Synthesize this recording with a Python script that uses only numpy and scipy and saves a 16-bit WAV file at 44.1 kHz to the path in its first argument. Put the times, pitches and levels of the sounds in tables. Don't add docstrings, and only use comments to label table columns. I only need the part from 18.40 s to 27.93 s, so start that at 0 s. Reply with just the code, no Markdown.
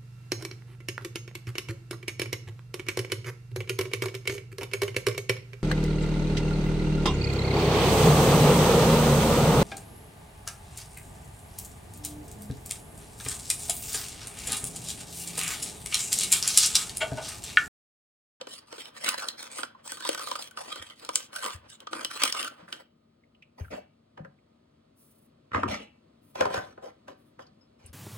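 import sys
import numpy as np
from scipy import signal
from scipy.fft import rfft, irfft, next_fast_len
from scipy.io import wavfile
from scipy.ndimage import uniform_filter1d, map_coordinates

SR = 44100
rng = np.random.default_rng(int(sys.argv[2]) if len(sys.argv) > 2 else 0)


def dump_mix(stems):
    frames = np.atleast_2d(stems).T
    limited = np.clip(frames, -1, 1)
    pcm = np.round(limited * 32767).astype(np.int16)
    wavfile.write(sys.argv[1], SR, pcm)


N = 420273
TIME = np.arange(N) / SR
HIT = np.arange(SR // 3) / SR

# (frequency [Hz], level [dB])
CARD_COLOUR = [(120, -40), (200, -13), (316, -2.5), (400, -12.5), (520, -4.5), (750, -9.5), (1200, -4),
               (1750, -9.5), (3100, -13), (4500, -11), (6300, -17.5), (9000, -11), (11700, -25.5),
               (15500, -23.5)]
# (frequency [Hz], width [Hz], prominence [dB, halved in use])
BOX_PANELS = [(520, 160, -8), (1227, 70, -7), (1505, 49, 9.5), (1860, 13, -5.5), (2340, 40, -9.5),
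              (2580, 48, -6), (3126, 320, 5)]
# (time [s], level before mixing [dB], bass offset [dB], resonance [Hz])
BASE_KNOCKS = [(7.117, -32.5, -11, 1600), (7.133, -26.5, -7.5, 1200), (7.146, -16, -11, 1230),
               (7.158, -21.5, -4, 1220), (7.177, -23, 2.5, 250), (7.2324, -15, -12, 1103),
               (7.239, -23, 11.5, 290), (7.256, -24.5, 10, 259), (7.263, -27, 6.5, 382)]
# (time [s], level before mixing [dB], treble offset [dB], resonance [Hz])
HOLLOW_POPS = [(5.197, -38.5, -38, 610), (5.329, -29.5, -32, 592), (5.776, -36.5, -21, 2950),
               (5.792, -38.5, -42, 536), (5.849, -41, -46, 541), (7.955, -27.5, -13.5, 746),
               (8.008, -11, -16, 532.4), (8.022, -16.5, -23, 1230), (8.054, -15.5, -20, 1120),
               (8.064, -24, -26, 528.6), (8.104, -27.5, -25, 1400), (8.142, -20.5, -13, 519),
               (8.176, -23.5, -17.5, 770), (8.377, -33.5, -33.5, 890), (8.681, -34.5, -15, 1435),
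               (8.992, -34.5, -21, 1490)]
# (frequency [Hz], level [dB])
STEREO_WIDTH = [(60, -27), (170, -18.5), (320, -19), (520, -0.5), (750, 6), (1000, 1.5), (1220, -8.5),
                (1500, -3), (1950, 1.5), (2400, -5), (3000, 0.5), (4200, -0.5), (5800, 4), (8300, -8),
                (14000, 1)]


def amp(db):
    return 10 ** (np.asarray(db) / 20)


def unit(x):
    return x / np.sqrt(np.mean(x ** 2, axis=-1, keepdims=True) + 1e-20)


def along(points, hz):
    f, v = np.transpose(points)
    return np.interp(np.log(hz + 1), np.log(f + 1), v)


def wobble(rate):
    knots = rng.standard_normal(int(N * rate / SR) + 4)
    return map_coordinates(knots, [TIME * rate])


def add(track, s, sound):
    start = max(0, round(s * SR))
    part = track[:, start:start + sound.shape[-1]]
    part += sound[..., :part.shape[-1]]


def filtered(x, gain):
    n = x.shape[-1]
    m = 2 * next_fast_len(n // 2 + 4096, True)
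    magnitude = np.maximum(gain(np.fft.rfftfreq(m, 1 / SR)), 1e-6)
    cepstrum = irfft(np.log(magnitude))
    cepstrum[1:m // 2] *= 2
    cepstrum[m // 2 + 1:] = 0
    response = np.exp(rfft(cepstrum))
    return irfft(rfft(x, m) * response, m)[..., :n]


def shell(spectrum, modes, ring_db):
    def gain(f):
        peaks = sum(amp(ring_db + db / 2) / (1 + 2j * (f - hz) / width) for hz, width, db in modes)
        return amp(along(spectrum, f)) * np.abs(1 + peaks)
    return gain


def spot(f, hz, ring_db, sharpness):
    return 1 + amp(ring_db) / np.hypot(1, sharpness * (f / hz - hz / (f + 1)))


def registers(x, edges):
    parts = []
    for hz in edges:
        lowpass = signal.butter(3, hz, "lowpass", fs=SR, output="sos")
        highpass = signal.butter(3, hz, "highpass", fs=SR, output="sos")
        parts.append(signal.sosfilt(lowpass, x))
        x = signal.sosfilt(highpass, x)
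    return parts + [x]


def crest(x):
    return np.sqrt(uniform_filter1d(x[0] ** 2, size=88).max() + 1e-20)


def swell(t, length, rise, fall_t60):
    fall = amp(-60 * np.maximum(t - length, 0) / fall_t60)
    return fall * (.5 + .5 * np.tanh(t / rise))


def effort_db(t, hardest, build_db_per_s, ease_db_per_s):
    before, after = np.maximum(hardest - t, 0), np.maximum(t - hardest, 0)
    return -build_db_per_s * before - ease_db_per_s * after


def flexing(x, depth_db):
    z = signal.stft(x, nperseg=512)[2]
    field = rng.standard_normal(z.shape[1:])
    for _ in range(2):
        field = uniform_filter1d(field, size=3, axis=0)
        field = uniform_filter1d(field, size=6, axis=1)
    gain = amp(depth_db * field / field.std())
    gain /= np.sqrt(np.mean(gain ** 2))
    return signal.istft(z * gain, nperseg=512)[1][:, :N]


def friction(strokes, body, split_hz, rate, spread_db, clump_db, rise, fall_t60,
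             build_db_per_s, ease_db_per_s, ring_db, trim_db, thinning=0, snags_per_s=0):
    taut_from_db, taut_hz = -48, 645
    snag_db = 13
    out, lead = np.zeros((2, N)), .03
    t = np.arange(SR // 2) / SR - lead
    clumps = np.pad(amp(clump_db * wobble(110)), (0, len(t)))
    for start, hardest, end, db, hiss_db, hz in strokes:
        sizes = amp(spread_db * np.minimum(rng.exponential(size=len(t)), 4))
        sizes *= rng.random(len(t)) < rate / SR
        sizes += amp(snag_db) * (rng.random(len(t)) < snags_per_s / SR)
        clumped = sizes * clumps[round(start * SR):][:len(t)]
        slips = clumped * rng.standard_normal((2, len(t)))

        def gain(f):
            taut = amp(-thinning * (db - taut_from_db) / (1 + (f / taut_hz) ** 4))
            return body(f) * taut * spot(f, hz, ring_db, sharpness=7.7)

        low, high = registers(filtered(slips, gain), [split_hz])
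        sound = unit(low) * amp(trim_db[0]) + unit(high) * amp(hiss_db + trim_db[1])
        force = amp(db + effort_db(start + t, hardest, build_db_per_s, ease_db_per_s))
        add(out, start - lead, sound * force * swell(t, end - start, rise, fall_t60))
    return flexing(out, depth_db=4.8)


def blows(rows, body, edges_hz, attack, t60s, after_db, strain_db, ring_db, sharpness, trim_db, hold=0):
    out, lead, after_t60 = np.zeros((2, N)), .012, .13
    before = HIT[:len(HIT) // 2]
    t = np.maximum(before - lead, 0)
    strain = amp(strain_db) * (before / lead) ** 2 * (before < lead + attack)
    onset = 1 - np.exp(-t / attack)
    rattle = amp(after_db - 60 * t / after_t60)
    bursts = []
    for t60 in t60s:
        crack = amp(-60 * np.maximum(t - hold, 0) / t60)
        bursts.append(strain + (crack + rattle) * onset)
    bursts = np.array(bursts)
    for s, db, low_db, high_db, hz in rows:
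        noise = bursts[:, None] * rng.standard_normal((2, len(t)))
        coloured = filtered(noise, lambda f: body(f) * spot(f, hz, ring_db, sharpness))
        low, middle, high = registers(coloured, edges_hz)
        hit = unit(low[0]) * amp(low_db + trim_db[0])
        hit += unit(middle[1]) * amp(trim_db[1])
        hit += unit(high[2]) * amp(high_db + trim_db[2])
        add(out, s - lead, amp(db) * hit / crest(hit))
    return out


def room_hum():
    # (frequency [Hz], level [dB])
    air_colour = [(25, -21), (45, -14.5), (149, -8.5), (180, -11), (250, -6.5), (400, -17.5), (607, -18.5),
                  (850, -29.5), (1250, -25), (1600, -33), (2500, -34), (4400, -36), (5600, -47),
                  (9320, -46.5), (11600, -61), (15000, -54)]
    # (time [s], level [dB])
    air_course = [(4.45, -70.5), (8.42, -64.5), (9.53, -66)]
    # (frequency [Hz], rms level [dB])
    motor_lines = [(102.3, -81), (150.7, -79.5), (228, -75.5), (619.1, -86.5), (1244, -90.5)]
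    rush = unit(filtered(rng.standard_normal((2, N)), lambda f: amp(along(air_colour, f))))
    rush *= amp(np.interp(TIME, *np.transpose(air_course)) + 2.0)
    for hz, db in motor_lines:
        phase = 2 * np.pi * hz * TIME + 0.48 * wobble(7)
        rush[0] += amp(db + 2.5) * np.sqrt(2) * np.sin(phase)
    return rush


def grip():
    level_db, waver_db, end_s, top_hz = -63, 6.5, 4.3, 2500
    card = shell(CARD_COLOUR, BOX_PANELS, ring_db=-4.0)
    noise = rng.standard_normal((2, N))
    rustle = filtered(noise, lambda f: card(f) / (1 + (f / top_hz) ** 2))
    uneven = unit(rustle * amp(waver_db * wobble(30)))
    return uneven * amp(level_db) * swell(TIME, end_s, rise=0.0023, fall_t60=0.32)


def box():
    # (start [s], hardest [s], end [s], level before trims [dB],
    # fibre hiss offset [dB], resonance [Hz])
    hand_pulls = [(.08, 0.118, .19, -52, 7, 1800), (0.271, 0.407, 0.49, -50, 1, 897),
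                  (0.546, 0.63, 0.72, -48, 1.5, 1810), (0.642, 0.66, .745, -32, -1, 1302),
                  (0.778, 0.79, .9, -40, 1, 1698), (0.979, 0.99, 1.076, -44.5, -1, 514),
                  (1.106, 1.16, 1.25, -46.5, 4.5, 8500), (1.446, 1.49, 1.565, -51.5, 9, 8170),
                  (1.577, 1.674, 1.74, -43, 2, 958), (1.78, 1.828, 1.94, -40.5, 2, 1052),
                  (1.946, 2, 2.073, -47.5, 4, 494.6), (2.17, 2.193, 2.32, -44, -3.5, 387),
                  (2.281, 2.317, 2.54, -44, -2, 3240), (2.554, 2.634, 2.68, -58.5, 5.5, 3940),
                  (2.72, 2.752, 2.86, -49, 4.5, 6660), (2.933, 2.97, 3.04, -44, 2.5, 1545),
                  (3.022, 3.027, 3.15, -40, 0.5, 1010), (3.286, 3.302, 3.35, -62, 9, 7176),
                  (3.518, 3.55, 3.65, -39.5, -6, 328.5), (3.706, 3.723, 3.81, -41.5, 1, 1400),
                  (3.812, 3.85, 3.9, -33, -0.5, 2200), (3.939, 3.994, 4.08, -37.5, 0.5, 2793),
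                  (4.1, 4.114, 4.25, -55, -14.5, 1260), (4.281, 4.33, 4.42, -47.5, -10.5, 421)]
    # (time [s], level before mixing [dB], treble offset [dB], resonance [Hz])
    glue_breaks = [(0.003, -25, -23.5, 500), (0.07, -30, -21.5, 404), (0.326, -28.5, -21, 506),
                   (0.381, -30.5, -25, 450), (0.455, -32.5, -22, 3020), (0.644, -19.5, -8, 3374),
                   (0.664, -24, -17.5, 1510), (0.679, -17, -18, 1450), (0.689, -9, -9, 2590),
                   (0.783, -27.5, -12, 1730), (0.823, -28, -11, 934), (0.885, -15.5, -13, 4000),
                   (1.028, -27, -8, 1457), (1.115, -31.5, -3.5, 7500), (1.183, -25, -11, 1250),
                   (1.19, -24, -22, 1450), (1.232, -16.5, -26, 1410), (1.477, -25.5, -6.5, 7800),
                   (1.519, -21, -8, 1480), (1.571, -31, -14.5, 1440), (1.605, -29, -14, 1500),
                   (1.65, -20.5, -15, 960), (1.69, -11, -13.5, 500), (1.73, -23.5, -13.5, 2280),
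                   (1.747, -21, -13, 1480), (1.776, -25.5, -17.5, 1520), (1.794, -24.5, -14, 1200),
                   (1.872, -23.5, -17, 1220), (1.913, -18.5, -17.5, 1050), (1.954, -19.5, -23, 1260),
                   (2.023, -25.5, -10.5, 4220), (2.11, -38, -14, 1500), (2.173, -22, -25, 1300),
                   (2.327, -33, -18, 1260), (2.358, -28, -15.5, 1190), (2.467, -39.5, -18.5, 3100),
                   (2.499, -35, -23, 3146), (2.648, -30.5, -10, 4370), (2.69, -17.5, -17, 960),
                   (2.756, -5, -2.5, 7400), (2.93, -34, -21.5, 1480), (2.961, -22, -13, 1520),
                   (3.032, -23, -16.5, 1070), (3.049, -23, -17, 1180), (3.061, -17, -12, 1210),
                   (3.104, -27, -20, 1190), (3.3, -36, -1.5, 7540), (3.403, -35, -15.5, 3160),
                   (3.47, -24, -38, 1230), (3.531, -17, -30.5, 1420), (3.61, -27, -21.5, 1200),
                   (3.647, -15.5, -15, 3000), (3.711, -29, -17.5, 1210), (3.819, -19, -18.5, 1230),
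                   (3.835, -4.5, -10.5, 2340), (3.852, -17, -15, 1250), (3.876, -23, -17, 2920),
                   (3.924, -15.5, -11.5, 5400), (3.948, -23, -17.5, 1230), (4.028, -20, -15, 2883),
                   (4.046, -23.5, -13, 1476), (4.326, -20, -22, 2870)]
    panel_db, knee_hz, panel_db_per_octave = -3.5, 1330, 11.5
    fibres = shell(CARD_COLOUR, BOX_PANELS, ring_db=-3)
    card = shell(CARD_COLOUR, BOX_PANELS, ring_db=2.5)
    rip = friction(hand_pulls, fibres, 2300, rate=6600, spread_db=1.0, clump_db=3.0,
                   rise=0.010, fall_t60=0.066, build_db_per_s=90, ease_db_per_s=60,
                   ring_db=1, trim_db=[-1.5, -1.2], thinning=0.53, snags_per_s=110)
    breaks = []
    for s, db, treble_db, hz in glue_breaks:
        low_db = panel_db - panel_db_per_octave * max(0, np.log2(hz / knee_hz))
        breaks.append((s, db, low_db, treble_db, hz))
    snaps = blows(breaks, card, [1800, 6000], attack=.0004, t60s=[.036, .021, .009],
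                  after_db=-21, strain_db=-25, ring_db=14.0, sharpness=10,
                  trim_db=[0, -7, 4], hold=.001)
    return rip + amp(-10.0) * snaps + grip()


def ticks(t60=0.054, attack=0.00069, ring_db=-4):
    # (time [s], level before ring_db [dB], resonance [Hz])
    finger_ticks = [(1.348, -46.5, 1020), (4.279, -42, 1480), (4.8351, -60, 2100), (4.9472, -63, 2790),
                    (5.023, -46, 2520), (5.245, -47, 1512), (5.279, -48.5, 1430), (5.847, -44.5, 1456),
                    (5.9856, -65, 2220), (9.066, -58.5, 4600), (9.4605, -42, 9390)]
    out = np.zeros((2, N))
    sharpness, skirt_db = 4, -52
    envelope = amp(-60 * HIT / t60) * (1 - np.exp(-HIT / attack))
    for s, db, hz in finger_ticks:
        touch = rng.standard_normal((2, len(HIT))) * envelope
        tick = filtered(touch, lambda f: amp(skirt_db) + 1 / (1 + (sharpness * (f / hz - hz / (f + 1))) ** 2))
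        add(out, s, amp(db + ring_db) * tick / crest(tick))
    return out


def board(cycles=9, attack=0.003, push_db=4):
    # (time [s], level before push_db [dB], frequency [Hz])
    soft_thumps = [(2.397, -47, 86), (3.146, -37, 87.7), (4.226, -44, 174.6), (5.208, -27, 87.5),
                   (5.803, -32, 157.6), (5.823, -37, 159.5), (7.288, -31.5, 88), (7.328, -25.5, 227),
                   (8.173, -34, 102.6), (9.444, -43.5, 90), (9.49, -43.5, 78.5)]
    board_hz, knock_push_db, pop_push_db = 92, -17, -28.5
    pushes = list(soft_thumps)
    pushes += [(s, db + knock_push_db, board_hz) for s, db, *_ in BASE_KNOCKS]
    pushes += [(s, db + pop_push_db, board_hz) for s, db, *_ in HOLLOW_POPS]
    out = np.zeros((2, N))
    for s, db, hz in pushes:
        decay = amp(-60 * HIT * hz / cycles)
        swing = np.sin(2 * np.pi * hz * HIT) * decay * (1 - np.exp(-HIT / attack))
        add(out[:1], s, amp(db + push_db) * swing)
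    return out


def ringing(hits, modes, attack=.001):
    blur_hz = 12
    out = np.zeros((2, N))
    for s, db in hits:
        for hz, mode_db, t60 in modes:
            steps = rng.standard_normal((2, len(HIT)))
            drift = np.cumsum(steps, axis=1) * np.sqrt(2 * np.pi * blur_hz / SR)
            tone = np.sin(2 * np.pi * (hz * HIT + rng.random((2, 1))) + drift)
            add(out, s, tone * amp(db + mode_db - 60 * HIT / t60) * (1 - np.exp(-HIT / attack)))
    return out


def containers():
    # (frequency [Hz], level [dB])
    base_colour = [(59, -35), (100, 0.5), (171, -10), (332, -7), (500, -9.5), (700, -18), (1200, 1),
                   (1530, -8), (1810, -14.5), (4220, -20), (8350, -21), (11600, -37), (14000, -63)]
    # (frequency [Hz], width [Hz], prominence [dB, halved in use])
    base_modes = [(222, 26, -8), (1850, 77, -3.5), (1940, 22.5, -14)]
    # (frequency [Hz], level [dB])
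    crumb_colour = [(120, -39), (200, -4), (380, -14), (600, -3), (800, -14.5), (1560, -19.5),
                    (2750, -20.5), (4800, -28.5), (9580, -37), (11500, -58), (14900, -45.5), (16000, -64)]
    # (frequency [Hz], width [Hz], prominence [dB, halved in use])
    crumb_modes = [(215, 87, -11.5), (1260, 73, -8), (2280, 300, 3)]
    # (start [s], fullest [s], end [s], level before trims [dB],
    # crumb hiss offset [dB], resonance [Hz]); an end ahead of its start leaves only the fading part
    content_slides = [(5.18, 5.195, 5.205, -51, -9, 650), (5.307, 5.336, 5.37, -41.5, -10, 599),
                      (5.355, 5.375, 5.26, -54.5, -8, 2300), (7.132, 7.154, 7.23, -34.5, -15, 1210),
                      (7.28, 7.317, 7.35, -36, -2, 4200), (7.37, 7.42, 7.43, -50, -4.5, 2700)]
    # (frequency [Hz], level re the crumb hiss [dB], t60 [s])
    bottom_ring = [(829, -11.5, .35), (2293, -13, .5), (2660, -12, 0.43), (2875, -11, 0.32)]
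    treble_db = -34.5
    base = shell(base_colour, base_modes, ring_db=-1.0)
    landings = [(s, db, low_db, treble_db, hz) for s, db, low_db, hz in BASE_KNOCKS]
    knocks = blows(landings, base, [700, 2500], attack=0.00076, t60s=[.045, .018, .03],
                   after_db=-26, strain_db=-24, ring_db=17.5, sharpness=4.1, trim_db=[0, -5, 0])
    loose = shell(crumb_colour, crumb_modes, ring_db=0.5)
    crumbs = friction(content_slides, loose, 2700, rate=6600, spread_db=0.5, clump_db=1.0,
                      rise=0.0035, fall_t60=0.21, build_db_per_s=160, ease_db_per_s=125.5,
                      ring_db=-8.0, trim_db=[-1, -1])
    hits = [(fullest, db + hiss_db) for _, fullest, _, db, hiss_db, _ in content_slides]
    return amp(-5.0) * knocks + crumbs + ringing(hits, bottom_ring)


def sleeve():
    # (start [s], end [s], level [dB])
    brushes = [(5.185, 5.37, -68.5), (6.575, 6.726, -63), (6.758, 6.859, -72), (7.821, 7.963, -70.5),
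               (8.78, 8.897, -77)]
    # (frequency [Hz], level [dB])
    cloth_colour = [(500, -19), (3000, -15), (7000, -11.5), (10000, 1), (15000, -1.5)]
    hiss = filtered(rng.standard_normal((2, N)), lambda f: amp(along(cloth_colour, f)))
    strokes = sum(amp(db) * swell(TIME - start, end - start, rise=0.014, fall_t60=0.15)
                  for start, end, db in brushes)
    return unit(hiss * amp(2.5 * wobble(57))) * strokes


def lid():
    # (frequency [Hz], level [dB])
    hollow_colour = [(76, -46), (130, -12.5), (312, -6), (403, -1.5), (446, -5), (522, -0.5), (577, -1),
                     (1050, -12.5), (2270, -22.5), (2610, -24), (11100, -40), (15000, -47.5)]
    # (frequency [Hz], width [Hz], prominence [dB, halved in use])
    hollow_modes = [(536, 22, -3), (787, 22, 1), (1034, 35, 7), (1270, 39, 2), (1485, 100, -1),
                    (1594, 46, -13)]
    # (start [s], hardest [s], end [s],
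    # level before trims [dB], scuff offset [dB], resonance [Hz])
    lid_rubs = [(7.96, 8.005, 8.08, -37.5, -11, 1210), (8.1, 8.165, 8.2, -33.5, -9, 1390),
                (8.2, 8.23, 8.33, -46, -10.5, 780), (8.425, 8.445, 8.5, -44, -12, 1245),
                (8.684, 8.69, 8.73, -50.5, -10.5, 1450), (9, 9.005, 9.03, -50.5, -7, 1437),
                (9.39, 9.47, 9.53, -65.5, -4, 5450)]
    # (frequency [Hz], level re the pop's listed level [dB], t60 [s])
    hollow_ring = [(517, -21.5, .16), (755, -25, .31), (1017, -24.5, 0.17), (1230, -29, 0.18),
                   (1452, -21, .1), (1755, -36.5, 0.41), (2540, -41.5, 0.24)]
    hollow_db, hollow_per_treble = -15, 0.35
    hollow = shell(hollow_colour, hollow_modes, ring_db=-1.5)
    contacts = [(s, db, hollow_db - hollow_per_treble * treble_db, treble_db, hz)
                for s, db, treble_db, hz in HOLLOW_POPS]
    pops = blows(contacts, hollow, [700, 2500], attack=.0005, t60s=[.048, .028, .026],
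                 after_db=-23, strain_db=-15.5, ring_db=6.0, sharpness=8, trim_db=[3, -3, 0])
    drag = friction(lid_rubs, hollow, 2400, rate=4500, spread_db=0.5, clump_db=.5,
                    rise=0.0085, fall_t60=0.053, build_db_per_s=70.5, ease_db_per_s=128.0,
                    ring_db=-4, trim_db=[-2, -2])
    ring = ringing([(s, db) for s, db, *_ in HOLLOW_POPS], hollow_ring)
    return amp(-7.5) * pops + drag + ring


def squeak(s=9.21, hz=5200, db=-68, t60=0.12, waver=0.0042):
    pitch = hz * (1 + waver * wobble(300))
    tone = np.sin(2 * np.pi * np.cumsum(pitch) / SR)
    return amp(db) * tone * swell(TIME - s, 0.011, rise=.002, fall_t60=t60)


def kitchen(x):
    # (frequency [Hz], t60 [s])
    room_t60 = [(100, 0.43), (500, 0.23), (3000, 0.31), (8000, 0.15), (15000, 0.24)]
    hz, t, z = signal.stft(rng.standard_normal((2, SR // 2)), SR, nperseg=256)
    decay = amp(-60 * t / along(room_t60, hz)[:, None]) * (1 - np.exp(-t / 0.00097))
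    tail = signal.istft(z * decay, SR, nperseg=256)[1]
    return signal.fftconvolve(x[:1], tail / np.linalg.norm(tail[0]), axes=1)[:, :N]


def out_of_step(x):
    # (frequency [Hz], phase [rad])
    left_lead = [(330, 0), (520, -0.5), (760, -2), (1000, -4.5), (1220, -6.5), (1500, -8), (1950, -4),
                 (2500, -6), (2900, -8.5), (3600, -10.5), (5000, -10.5), (6000, -10.5), (8300, -7),
                 (10000, -5.5), (15000, -4.5)]
    m = next_fast_len(N + SR // 4, True)
    f = np.fft.rfftfreq(m, 1 / SR)
    turn = np.tanh(4 * np.sin(along(left_lead, f)))
    return irfft(rfft(x, m) * 1j * turn * amp(along(STEREO_WIDTH, f)), m)[:N]


def scene():
    # (frequency [Hz], left minus right [dB])
    left_lean = [(100, 3), (220, 2.5), (370, 7), (700, 0.5), (1300, -2), (2500, -1), (6000, 0)]
    out_of_step_share, diffuse_share = 0.7, 0.85
    carton = box()
    canister = containers() + lid() + board()
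    small = ticks() + sleeve() + squeak()
    sent = amp(-11.5) * carton + amp(-8.0) * canister + amp(-14.5) * small
    centre, side = carton + canister + small + kitchen(sent) + room_hum()
    diffuse = filtered(side, lambda f: amp(along(STEREO_WIDTH, f)))
    side = diffuse_share * diffuse + out_of_step_share * out_of_step(centre)
    left = filtered(centre + side, lambda f: amp(along(left_lean, f) / 2))
    right = filtered(centre - side, lambda f: amp(-along(left_lean, f) / 2))
    return np.array([left, right])


def record(dry, notch_hz=12200, notch_width_hz=800, notch_db=-11, bottom_hz=54, top_hz=16500):
    highpass = signal.butter(3, bottom_hz, "highpass", fs=SR, output="sos")
    dry = signal.sosfilt(highpass, dry)
    m = next_fast_len(N + SR // 4)
    f = np.fft.rfftfreq(m, 1 / SR)
    colour = amp(notch_db * np.exp(-((f - notch_hz) / notch_width_hz) ** 2))
    return irfft(rfft(dry, m) * colour * (f < top_hz), m)[:, :N]


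dry = scene()
out = record(dry)
dump_mix(out)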